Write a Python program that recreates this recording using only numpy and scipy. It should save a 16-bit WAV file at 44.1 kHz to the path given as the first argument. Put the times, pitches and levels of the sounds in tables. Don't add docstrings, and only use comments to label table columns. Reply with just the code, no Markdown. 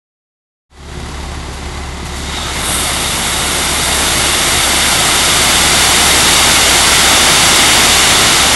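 import sys
import numpy as np
from scipy import signal
from scipy.fft import rfft, irfft, next_fast_len
from scipy.io import wavfile

SR = 44100
rng = np.random.default_rng(int(sys.argv[2]) if len(sys.argv) > 2 else 0)


def store_pcm(level_fs):
    pcm = np.round(np.clip(level_fs, -1, 1) * 32767).astype(np.int16)
    wavfile.write(sys.argv[1], SR, np.atleast_2d(pcm).T)


N = 377055

RELEASE_S, LANDING_S = 2.032, 2.47
TREBLE_TOP_HZ = 11800


def from_db(db):
    return 10 ** (np.asarray(db) / 20)


def rms_one(x):
    return x / np.sqrt(np.mean(x ** 2) + 1e-20)


def since(start_s):
    return np.maximum(np.arange(N) / SR - start_s, 0)


def ramp(start_s, length_s):
    return np.minimum(since(start_s) / length_s, 1)


def bump(centre_s, width_s):
    return np.exp(-((since(0) - centre_s) / width_s) ** 2)


def drift(rate_hz):
    hop, warmup = 40, 2000
    pole = np.exp(-2 * np.pi * rate_hz * hop / SR)
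    noise = rng.standard_normal(N // hop + warmup + 2)
    slow = signal.lfilter([1], [1, -2 * pole, pole * pole], noise)[warmup:]
    return np.interp(np.arange(N) / hop, np.arange(len(slow)), rms_one(slow))


def coloured(x, spectrum, resonances=()):
    size = next_fast_len(N)
    hz = np.maximum(np.fft.rfftfreq(size, 1 / SR), 1)
    points_hz, points_db = np.transpose(spectrum)
    db = np.interp(np.log(hz), np.log(points_hz), points_db)
    for centre_hz, width_hz, lift_db in resonances:
        db = db + lift_db / (1 + (2 * (hz - centre_hz) / width_hz) ** 2)
    skirts = np.minimum(1, hz / points_hz[0]) ** 2 * np.minimum(1, points_hz[-1] / hz) ** 2
    return rms_one(irfft(rfft(x, size) * from_db(db) * skirts, size)[:N])


def low_pass(x, hz):
    taps = signal.firwin(1401, hz, window="blackman", fs=SR)
    return signal.fftconvolve(x, taps[None], "same")


def tone(turns):
    return np.sqrt(2) * np.sin(2 * np.pi * (turns + rng.random()))


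def knocking(firings, depth, sharpness, uneven_db):
    stroke = firings.astype(int)
    stroke_db = uneven_db * rng.uniform(-1.6, 1, stroke[-1] + 1)
    burst = np.exp(-sharpness * (firings % 1)) * from_db(stroke_db[stroke])
    return (1 + depth * burst) * rng.standard_normal(N)


def engine(firings, drone_db=-29.0, rumble_db=-30.0, clatter_db=-29.5):
    # firing_multiple, relative_db
    exhaust_tones = [(1, -4.5), (1.5, -18), (2, 1.3), (2.5, -15), (3, -27), (3.5, -14.5), (4, -19),
                     (4.5, -16), (5, -9.5), (7, -17.5), (8.5, -16)]
    # freq_hz, relative_db
    rumble_spectrum = [(12, -20), (32, -10), (52, 6.5), (95, 0), (150, 5.5), (205, -2), (300, -4),
                       (390, 0.5), (470, -16), (800, -31)]
    # freq_hz, relative_db
    clatter_spectrum = [(250, -9), (550, -3), (760, 3.5), (1000, 2), (1700, -4.5), (2550, -7), (3500, -5.5),
                        (4400, -8.5), (5200, -11), (7400, -11), (8700, -15.5), (11000, -15.5), (12000, -25)]
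    # centre_hz, width_hz, lift_db
    clatter_peaks = [(965, 29, -1), (1120, 41, 2), (2020, 170, 8), (3770, 260, 2), (4670, 240, 3.5)]
    level_db = drone_db + 0.8 * drift(1.0)
    drone = 0
    for multiple, db in exhaust_tones:
        waver_db = 0.8 * np.sqrt(multiple / 2) * drift(3.1)
        drone = drone + from_db(level_db + db + waver_db) * tone(multiple * firings)
    thuds = knocking(firings, depth=1.4, sharpness=3.5, uneven_db=5.5)
    knocks = knocking(firings, depth=0.32, sharpness=2.7, uneven_db=7.0)
    strain_db = 1.95 * ramp(start_s=0.99, length_s=0.73)
    rumble = from_db(rumble_db) * coloured(thuds, rumble_spectrum)
    clatter = from_db(clatter_db + strain_db) * coloured(knocks, clatter_spectrum, clatter_peaks)
    return drone + rumble + clatter


def pump(firings, strokes_per_firing=24 / 7, slip_turns=0.024, rise_db_per_s=0.58, waver_db=1.5):
    # stroke_multiple, relative_db
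    harmonics = [(1, -40), (2, -43), (3, -42.5), (4, -50)]
    load_db = -0.3 + rise_db_per_s * since(0)
    strokes = strokes_per_firing * firings + slip_turns * drift(2.5)
    return sum(from_db(load_db + db + waver_db * drift(2.5)) * tone(k * strokes) for k, db in harmonics)


def impacts(per_s, spread_db):
    chance = np.clip(per_s / SR, 1e-4, 1)
    sizes = from_db(spread_db * np.minimum(rng.exponential(1, N), 4))
    hits = rng.random(N) < chance
    return rms_one(hits * sizes * rng.choice([-1, 1], N) / np.sqrt(chance))


def settling(rise_s=0.0083, low_hz=3500):
    # start_s, gain_db, decay_s
    slips = [(1.075, -37, .03), (1.525, -28, .025), (2.045, -30, 0.052), (2.155, -26, 0.049)]
    envelope = 0
    for start_s, gain_db, decay_s in slips:
        age_s = since(start_s)
        envelope = envelope + from_db(gain_db) * (1 - np.exp(-age_s / rise_s)) * np.exp(-age_s / decay_s)
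    band = signal.butter(1, [low_hz, TREBLE_TOP_HZ], "band", fs=SR, output="sos")
    rustle = signal.sosfilt(band, impacts(per_s=2500, spread_db=2.0))
    return envelope * rms_one(rustle)


def creeping(gain_db=-26.5, surge_db=3.5, hold_s=1.2, fade_db_per_s=1.8):
    # centre_hz, width_hz, relative_db
    floor_modes = [(846, 230, -13.5), (1300, 250, -11), (2140, 150, -8), (3460, 150, -6.5), (3750, 76, 0.5),
                   (4640, 240, -23)]
    # centre_s, lift_db
    slumps = [(4.24, 0), (5.15, 7), (6.38, 11), (7.15, 11), (7.82, 8)]
    fade_db = fade_db_per_s * since(RELEASE_S + hold_s)
    slump_db = sum(lift_db * bump(centre_s, width_s=0.11) for centre_s, lift_db in slumps)
    rings = 0
    for hz, width_hz, db in floor_modes:
        drive = from_db(db + surge_db * drift(7.4)) * impacts(per_s=7000, spread_db=2.5)
        rings = rings + signal.lfilter(*signal.iirpeak(hz, hz / width_hz, fs=SR), drive)
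    return ramp(RELEASE_S, length_s=0.42) * from_db(gain_db - fade_db + slump_db) * rms_one(rings)


def sliding(flow_db, gain_db=1.48, surge_db=0.22):
    # freq_hz, relative_db
    spectrum = [(100, -9.5), (350, 0), (520, -4.5), (800, -0.5), (1500, -3.5), (2500, -5.5), (3300, -1),
                (4200, -3), (5100, -3.5), (5600, -0.5), (7000, -3), (7850, -4), (9000, -4.5), (12000, -9)]
    # centre_hz, width_hz, lift_db
    bed_modes = [(720, 280, 4), (1350, 430, 5.5), (2120, 580, 9.5), (2880, 390, 6), (3630, 415, 7.5),
                 (4605, 590, 5), (7360, 560, 3.5)]
    flow = from_db(flow_db) * ramp(RELEASE_S, length_s=0.3)
    scrape = coloured(impacts(per_s=100000 * flow, spread_db=1.0), spectrum, bed_modes)
    return flow * from_db(gain_db + surge_db * drift(21)) * scrape


def heap(flow_db, gain_db=-19.0, flow_share=0.28, clump_db=1.1):
    # freq_hz, relative_db
    spectrum = [(30, -9), (80, -1), (170, 4.5), (300, 3.5), (480, 0), (750, 1), (1300, -1.5), (2200, -7),
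                (4000, -31), (9000, -35)]
    level_db = gain_db + flow_share * flow_db + clump_db * drift(14)
    roar = coloured(impacts(per_s=2500, spread_db=3.5), spectrum)
    return ramp(RELEASE_S, length_s=0.77) * from_db(level_db) * roar


def spattering(flow_db, gain_db=-1.0, surge_db=0.5, splash_db=6, cushion_db_per_s=1.5):
    # freq_hz, relative_db
    spectrum = [(1500, -18), (5000, -26), (6500, -17), (7850, -9.5), (8270, 0.5), (8950, -8.5), (9600, -3),
                (10300, -3), (11100, -4), (12000, -7)]
    hardness_db = splash_db * bump(LANDING_S + 0.26, width_s=0.094) - cushion_db_per_s * since(LANDING_S)
    level_db = gain_db + flow_db + hardness_db + surge_db * drift(25)
    clicks = coloured(impacts(per_s=12000, spread_db=0.5), spectrum)
    return ramp(LANDING_S, length_s=0.2) * from_db(level_db) * clicks


def scene(firing_hz=35):
    # time_s, flow_db
    flow_curve = [(2.1, -24), (2.28, -27), (2.85, -19.5), (3.19, -20), (3.99, -16), (6.13, -11),
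                  (7.84, -10), (8.5, -11.5)]
    time_s = since(0)
    firings = firing_hz * time_s
    flow_db = np.interp(time_s, *np.transpose(flow_curve))
    truck = engine(firings) + pump(firings)
    gravel = settling() + creeping() + sliding(flow_db) + spattering(flow_db) + heap(flow_db)
    return np.array([truck + gravel] * 2)


def record(dry, clip_level=0.78, cutoff_hz=15800):
    heard = low_pass(dry * ramp(start_s=0.693, length_s=0.32), TREBLE_TOP_HZ)
    return low_pass(np.clip(heard, -clip_level, clip_level), cutoff_hz)


dry = scene()
out = record(dry)
store_pcm(out)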